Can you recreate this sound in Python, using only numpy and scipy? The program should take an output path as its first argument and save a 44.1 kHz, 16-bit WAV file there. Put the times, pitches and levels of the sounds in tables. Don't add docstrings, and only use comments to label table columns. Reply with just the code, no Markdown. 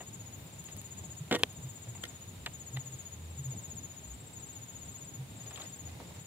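import sys
import numpy as np
from scipy import signal
from scipy.fft import rfft, irfft
from scipy.io import wavfile
from scipy.ndimage import uniform_filter1d

SR = 44100
rng = np.random.default_rng(int(sys.argv[2]) if len(sys.argv) > 2 else 0)


def unload_wav(signal):
    wavfile.write(
        sys.argv[1],
        SR,
        np.round(np.clip(np.atleast_2d(signal).T, -1, 1) * 32767).astype(np.int16),
    )


N = 276066
TIME, FREQS = np.arange(N) / SR, np.fft.rfftfreq(N, 1 / SR)

# start in seconds, level in dB,
# ring time (t60) in seconds, brightness in dB per octave, left over right in dB.
KNOCKS = [(1.3115, -25.5, 0.026, 1, 3.5), (1.3145, -24.5, 0.074, -1.5, -1.5), (1.3245, -24.5, 0.053, 2, -1),
          (1.3395, -28, 0.041, 0, 0), (1.3475, -27, 0.03, 1, -3), (1.3515, -28, 0.031, 3.5, 7),
          (1.361, -30.5, 0.022, 1, -6), (1.392, -42.5, 0.15, -1, -2), (2.036, -40, 0.016, 12, 13),
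          (2.0385, -35, 0.015, 6.5, -10.5), (2.0515, -45.5, 0.047, 6, 8)]
BODY_TAPS = [(.004, -43, 0.079, -7.5, 1), (.684, -50, 0.061, 3, -2), (1.871, -52, 0.053, -7, 3),
             (1.951, -47.5, 0.025, -6, -2), (1.977, -50, 0.013, 0, 2), (2.4608, -29, 0.015, 5, 3),
             (2.4635, -30.5, 0.022, -1, 1), (2.4725, -39.5, 0.025, -6, -5), (2.764, -45, 0.067, -0.5, 7),
             (2.7705, -33.5, 0.014, 1, 0)]
# frequency in Hz, level in dB.
PLASTIC_TONE = [(150, -20), (250, -27.5), (768, -3.5), (1380, -10.5), (1920, -0.5), (2440, -4.5), (2800, 2),
                (3830, -5), (5040, -17), (6210, -31), (6770, -14), (9720, -27), (10600, -48), (12600, -25),
                (15500, -31)]
# start in seconds, level in dB, left over right in dB.
STONE_HIT = (1.4345, -5.5, 3)


def amp(db):
    return 10 ** (np.asarray(db) / 20)


def unit(x):
    return x / np.sqrt(np.mean(x ** 2) + 1e-20)


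def curve_at(points, hz):
    f, value = np.transpose(points)
    return np.interp(np.log(hz + 1), np.log(f + 1), value)


def sides(pan_db):
    return amp(np.array([[.5], [-.5]]) * pan_db)


def add(mix, s, sound):
    start = round(s * SR)
    sound, part = sound[:, max(-start, 0):], mix[:, max(start, 0):]
    size = min(sound.shape[1], part.shape[1])
    part[:, :size] += sound[:, :size]


def drift(rate_hz):
    return unit(irfft(rfft(rng.standard_normal(N)) * np.exp(-(FREQS / rate_hz) ** 2), N))


def swells(rows, edge_s):
    gain = np.zeros(N)
    for s, length, db in rows:
        fade = np.clip(np.minimum(TIME - s, s + length - TIME) / edge_s, 0, 1)
        gain += amp(db) * np.sin(np.pi / 2 * fade) ** 2
    return gain


def stereo_noise(tone, balance_db=0):
    # frequency in Hz, correlation of left and right.
    likeness = [(100, .98), (300, 0.84), (600, 0.38), (1200, 0), (2500, 0), (5000, 0.01), (15000, 0.011)]
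    left, other = rfft(rng.standard_normal((2, N)))
    same = np.clip(curve_at(likeness, FREQS), -1, 1)
    right = same * left + np.sqrt(1 - same ** 2) * other
    return unit(irfft(np.array([left, right]) * amp(curve_at(tone, FREQS)) * sides(balance_db), N))


def outdoor_air():
    # frequency in Hz, level in dB.
    rumble_tone = [(15, -66), (25, -7), (43, -15.5), (50, -71), (63, -6), (97, 1.5), (167, -3.5),
                   (217, -10.5), (257, -11), (415, -18), (757, -26.5), (1000, -25.5), (1300, -56),
                   (2200, -120)]
    hiss_tone = [(300, -4), (700, 4.5), (1200, 1), (1700, -1.5), (2600, 1), (3700, 0), (4300, -3),
                 (5500, -10.5), (6400, -2.5), (7200, -6), (8200, -1), (11500, -7), (14500, -6.5),
                 (16000, -10.5)]
    # frequency in Hz, left over right in dB.
    hiss_balance = [(60, 2), (110, 7), (200, 28), (380, 7), (700, 0), (1290, -0.5), (2380, 1), (4400, 3.5),
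                    (8120, -4), (15000, 7.5)]
    rumble = amp(-50.5) * stereo_noise(rumble_tone) * amp(1.7 * drift(10))
    swell = amp(.4 * drift(2))
    hiss = amp(-56.5) * stereo_noise(hiss_tone, curve_at(hiss_balance, FREQS)) * swell
    return rumble + hiss


def booms():
    # time of the peak in seconds, pitch in Hz, peak level in dB, half length in seconds.
    pulses = [(1.217, 144, -34.5, 0.013), (1.658, 129.5, -33.5, 0.022), (1.90, 116, -38, 0.024),
              (2.449, 63, -51.5, .09), (2.772, 129.4, -32.5, 0.033), (2.916, 129.5, -42.5, 0.098),
              (3.29, 82, -42.5, 0.16), (3.405, 135.7, -36, 0.031), (3.487, 130.3, -34, 0.042),
              (4.111, 61.6, -42, 0.051), (5.21, 135, -39, 0.048), (5.426, 115.6, -47, 0.065),
              (5.886, 83.4, -44, 0.071)]
    out = np.zeros(N)
    for s, hz, db, half_s in pulses:
        t = TIME - s
        out += amp(db) * np.exp(-abs(t / half_s) ** 1.86) * np.sin(2 * np.pi * (hz * t + rng.random()))
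    return out


def insect_band(hz, width_hz, throb_db):
    band = np.exp(-((FREQS - hz) / width_hz) ** 2)
    throb = amp(throb_db * np.tanh(drift(24)))
    return unit(irfft(rfft(rng.standard_normal((2, N))) * band, N) * throb)


def distant_insects():
    # start in seconds, length in seconds, level in dB.
    buzz_calls = [(.29, 0.25, -66.5), (1.56, .28, -68)]
    chorus = amp(-65.5) * insect_band(hz=6860, width_hz=70, throb_db=3) * sides(5)
    chorus += amp(-67) * insect_band(hz=7230, width_hz=220, throb_db=3)
    buzz = swells(buzz_calls, edge_s=.09) * insect_band(hz=14400, width_hz=900, throb_db=2) * sides(13)
    whirr = amp(-71.5) * insect_band(hz=3680, width_hz=150, throb_db=3) * amp(drift(1))
    return chorus + buzz + whirr


def wing_stroke(push_s, attack_s, swell_db_per_s, stall_s, release_db_per_s,
                glide_hz_per_s, sag_hz, pan_db, stall_pan_db):
    t = np.arange(-push_s, .025, 1 / SR)
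    stall = 1 - np.exp(-(np.maximum(t, 0) / stall_s) ** 2)
    attack = np.sin(np.pi / 2 * np.minimum((t + push_s) / attack_s, 1))
    level_db = swell_db_per_s * np.minimum(t, 0) - release_db_per_s * t * stall
    swing = attack * amp(level_db) * signal.windows.tukey(len(t), .1)
    glide_hz = -glide_hz_per_s * t - sag_hz * stall
    side_db = pan_db + (stall_pan_db - pan_db) * (1 + np.tanh(2 * t / stall_s)) / 2
    return t, swing, glide_hz, side_db


def cricket(trills, stroke, pitch_hz, period_s, warmup_db, warmup_hz, overtone, left_lead_rad):
    out = np.zeros((2, N))
    t, swing, glide_hz, side_db = stroke
    for first, last, db in trills:
        for k, s in enumerate(np.linspace(first, last, round((last - first) / period_s) + 1)):
            force, detune = rng.standard_normal(2)
            cold = np.exp(-k)
            scrape = unit(uniform_filter1d(rng.standard_normal(4096), size=60))[:len(t)]
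            hz = pitch_hz + glide_hz - warmup_hz * cold + 7 * detune + 22 * scrape
            phase = 2 * np.pi * np.cumsum(hz) / SR + np.array([[left_lead_rad], [0]])
            whistle = swing * np.sin(phase) + overtone * swing ** 2 * np.sin(2 * phase)
            add(out, s + t[0], amp(db + .54 * force - warmup_db * cold) * whistle * sides(side_db))
    return out


def scatter(x, t60):
    t = np.arange(SR // 2) / SR
    echoes = rng.standard_normal((2, len(t))) * amp(-60 * t / t60)
    return signal.fftconvolve(x.mean(0)[None], echoes / np.linalg.norm(echoes[0]), axes=1)[:, :N]


def crickets():
    # first chirp in seconds, last chirp in seconds, relative level in dB.
    near_trills = [(.018, .346, -47.5), (.603, 1.188, -46.5), (1.514, 2.294, -49), (2.555, 3.138, -44),
                   (3.397, 3.853, -43), (3.919, 4.118, -46), (4.378, 5.158, -45.5), (5.419, 5.873, -45),
                   (6.202, 6.267, -50.5)]
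    high_trills = [(-.113, .147, -50.5), (.468, 1.184, -50), (1.504, 2.088, -49.5), (2.404, 2.988, -52),
                   (3.245, 3.761, -50), (4.015, 4.534, -48.5), (4.727, 5.052, -48.5), (5.310, 5.764, -48.5),
                   (6.086, 6.281, -49.5)]
    far_trills = [(.35, 1.35, -56), (1.55, 1.99, -54), (2.234, 2.61, -56), (2.905, 3.215, -60),
                  (3.40, 4.31, -56.5), (4.43, 5.11, -55), (5.36, 5.92, -55), (6.04, 6.29, -58)]
    long_push = wing_stroke(push_s=.023, attack_s=.0056, swell_db_per_s=297,
                            stall_s=.0031, release_db_per_s=1000,
                            glide_hz_per_s=2650, sag_hz=72.4, pan_db=18.5, stall_pan_db=13.5)
    short_push = wing_stroke(push_s=.013, attack_s=.013, swell_db_per_s=250,
                             stall_s=.012, release_db_per_s=846,
                             glide_hz_per_s=2400, sag_hz=100, pan_db=11, stall_pan_db=8.5)
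    near = cricket(near_trills, long_push, pitch_hz=6822, period_s=.065,
                   warmup_db=1, warmup_hz=5, overtone=.15, left_lead_rad=2.3)
    high = cricket(high_trills, short_push, pitch_hz=7600, period_s=.065,
                   warmup_db=5, warmup_hz=110, overtone=0, left_lead_rad=-1.1)
    far = cricket(far_trills, short_push, pitch_hz=7290, period_s=.062,
                  warmup_db=1, warmup_hz=5, overtone=0, left_lead_rad=-.2)
    voices = amp(-1.9) * near + amp(-1.5) * high + amp(-2.5) * far * sides(-5)
    return voices + amp(-10) * scatter(voices, t60=.13)


def blows(rows, tone, rise_s, damping_slope, width):
    out, t = np.zeros((2, N)), np.arange(8192) / SR
    hz = np.fft.rfftfreq(len(t), 1 / SR)
    octave, centres = np.log2((hz + 20) / 2000), np.arange(-4, 4)
    bands = np.array([np.interp(octave, centres, row) for row in np.eye(len(centres))])
    delay = np.exp(-2j * np.pi * hz * np.array([[4], [0]]) / SR)
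    spread = width * np.sqrt(hz / hz[-1]) * np.array([[1], [-1]])
    for s, db, t60, bright_db, pan_db in rows:
        shared, other = np.exp(2j * np.pi * rng.random((2, len(hz))))
        colour = amp(curve_at(tone, hz) + bright_db * np.clip(octave, -3, 2))
        spectrum = (shared * delay + spread * other) * colour
        band_t60 = t60 * 2. ** (-damping_slope * centres[:, None])
        ringing = irfft(spectrum[:, None] * bands) * amp(-60 * t / band_t60)
        burst = unit(ringing.sum(1) * (1 - np.exp(-t / rise_s)))
        burst *= np.sqrt(t60 / 10 / t[-1])
        add(out, s, burst * amp(db) * sides(pan_db))
    return out


def contacts(rows, tick_db, share, t60):
    return [(s, tick_db + share * db, t60, 0, pan_db / 2) for s, db, *_, pan_db in rows]


def finger_rub():
    # start in seconds, length in seconds, level in dB.
    slides = [(-.08, .24, -86), (5.38, 0.19, -62), (5.51, 0.19, -58.5), (5.82, 0.4, -61.5)]
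    # frequency in Hz, level in dB.
    rub_tone = [(150, -2), (400, 1), (850, 0), (1400, -10.5), (2100, -5), (3300, -10), (5000, -11),
                (15000, -24)]
    friction = unit(stereo_noise(rub_tone) * amp(2.4 * drift(56)))
    return (amp(-61.5) + swells(slides, edge_s=.054)) * friction


def finger_slips():
    slips = [(5.508, -48.5, 0.11, 3.5, 0), (5.558, -44, 0.033, 12, 10), (5.574, -46, .04, 7, 10),
             (5.581, -47, 0.046, -1, -4), (5.599, -48.5, 0.13, 0, -1), (5.617, -44.5, 0.057, 13.5, 5),
             (6.0, -41.5, 0.053, -9.5, -1), (6.104, -47.5, 0.043, -7.5, -1)]
    # frequency in Hz, level in dB.
    slip_tone = [(150, -17), (450, -3), (850, 3), (1400, -2), (2200, -8), (3400, -4), (4300, -17),
                 (5400, -36), (15000, -43)]
    return blows(slips, slip_tone, rise_s=.00074, damping_slope=.39, width=.45)


def ticks():
    nails_and_wires = [(.641, -45, .015, 2, 6), (.7655, -42, .018, 2, 6), (.772, -44.5, .02, 2, 5),
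                       (.8145, -41, .016, -1.5, 2), (.8755, -54, .015, -3, 2), (1.3865, -45.5, .04, -1, 0),
                       (1.422, -50, .03, -1, 0), (1.5265, -50, .04, 0, 2)]
    # frequency in Hz, level in dB.
    tick_tone = [(500, -22), (2000, -6), (3500, -2), (5300, -10), (8000, -1), (12000, -2), (15000, 0)]
    touches = (contacts(KNOCKS, tick_db=-37, share=.2, t60=.015)
               + contacts([STONE_HIT], tick_db=-26.5, share=.2, t60=.012)
               + contacts(BODY_TAPS, tick_db=-16, share=1, t60=.012))
    return blows(nails_and_wires + touches, tick_tone, rise_s=.00034, damping_slope=.1, width=.45)


def plug_taps():
    return blows(BODY_TAPS, PLASTIC_TONE, rise_s=.0016, damping_slope=.3, width=.2)


def shell_ring(rows):
    # frequency in Hz, relative level in dB, ring time (t60) in seconds.
    modes = [(328, -2, 0.09), (485, -3.5, 0.097), (1048, -33, 0.053), (1417, -21, 0.12),
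             (1570, 3.5, 0.0058), (1878, -8.5, 0.06), (2104, -10.5, 0.047), (3070, -19, 0.031)]
    out, t = np.zeros((2, N)), np.arange(4096) / SR
    hz, level, t60 = np.transpose(modes)[:, :, None]
    onset = 1 - np.exp(-t / .0005)
    for s, db, _, bright_db, pan_db in rows:
        phase = 2 * np.pi * rng.random(hz.shape)
        decay = amp(level + bright_db * np.log2(hz / 1000) - 60 * t / t60)
        ring = (decay * np.sin(2 * np.pi * hz * t + phase)).sum(0)
        add(out, s, ring * onset * amp(db) * sides(pan_db))
    return out


def battery_clatter():
    # frequency in Hz, level in dB.
    knock_tone = [(100, -31), (220, 1.5), (330, -4.5), (500, -1), (750, -9), (1250, -13), (1900, -15.5),
                  (2600, -17), (3200, -7), (4000, -19.5), (5300, -25), (8400, -27.5), (10500, -50),
                  (15500, -51)]
    knocks = blows(KNOCKS, knock_tone, rise_s=.00062, damping_slope=.22, width=.5)
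    return knocks + amp(-3) * shell_ring(KNOCKS)


def battery_snap():
    # frequency in Hz, relative level in dB, ring time (t60) in seconds.
    modes = [(465, -13, .018), (700, -17, .012), (982, -16, .012), (1975, -12, .008), (2695, -6, .008),
             (3208, 2, .006), (3760, -9, .006), (4660, -14, .005), (6690, -16, .005), (7905, -19, .005),
             (9220, -18, .004), (12200, -23, .003), (15100, -25, .004)]
    s, db, pan_db = STONE_HIT
    out, t = np.zeros((2, N)), np.arange(2048) / SR
    phases = rng.uniform(-.45, .45, (len(modes), 2, 1))
    lag_s = np.array([[1.5], [0]]) / SR
    ring = sum(amp(level - 60 * t / t60) * np.sin(2 * np.pi * hz * (t - lag_s) + phase)
               for (hz, level, t60), phase in zip(modes, phases))
    onset = 1 - np.exp(-(t / .00022) ** 2)
    add(out, s, -ring * onset * amp(db) * sides(pan_db))
    crack = contacts([STONE_HIT], tick_db=-22.5, share=.2, t60=.015)
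    return out + blows(crack, PLASTIC_TONE, rise_s=.00034, damping_slope=.14, width=.4)


def scene():
    background = outdoor_air() + booms() + distant_insects() + crickets()
    hands = finger_rub() + finger_slips() + ticks() + plug_taps()
    return background + hands + battery_clatter() + battery_snap()


def record(dry):
    low_cut_hz, ceiling, top_hz = 50, .6, 15750
    lean = signal.sosfilt(signal.butter(3, low_cut_hz, "highpass", fs=SR, output="sos"), dry)
    rounded = ceiling * np.tanh(lean / ceiling)
    lowpass = signal.firwin(511, top_hz, window=("kaiser", 9), fs=SR)
    return signal.oaconvolve(rounded, lowpass[None], "same")


dry = scene()
out = record(dry)
unload_wav(out)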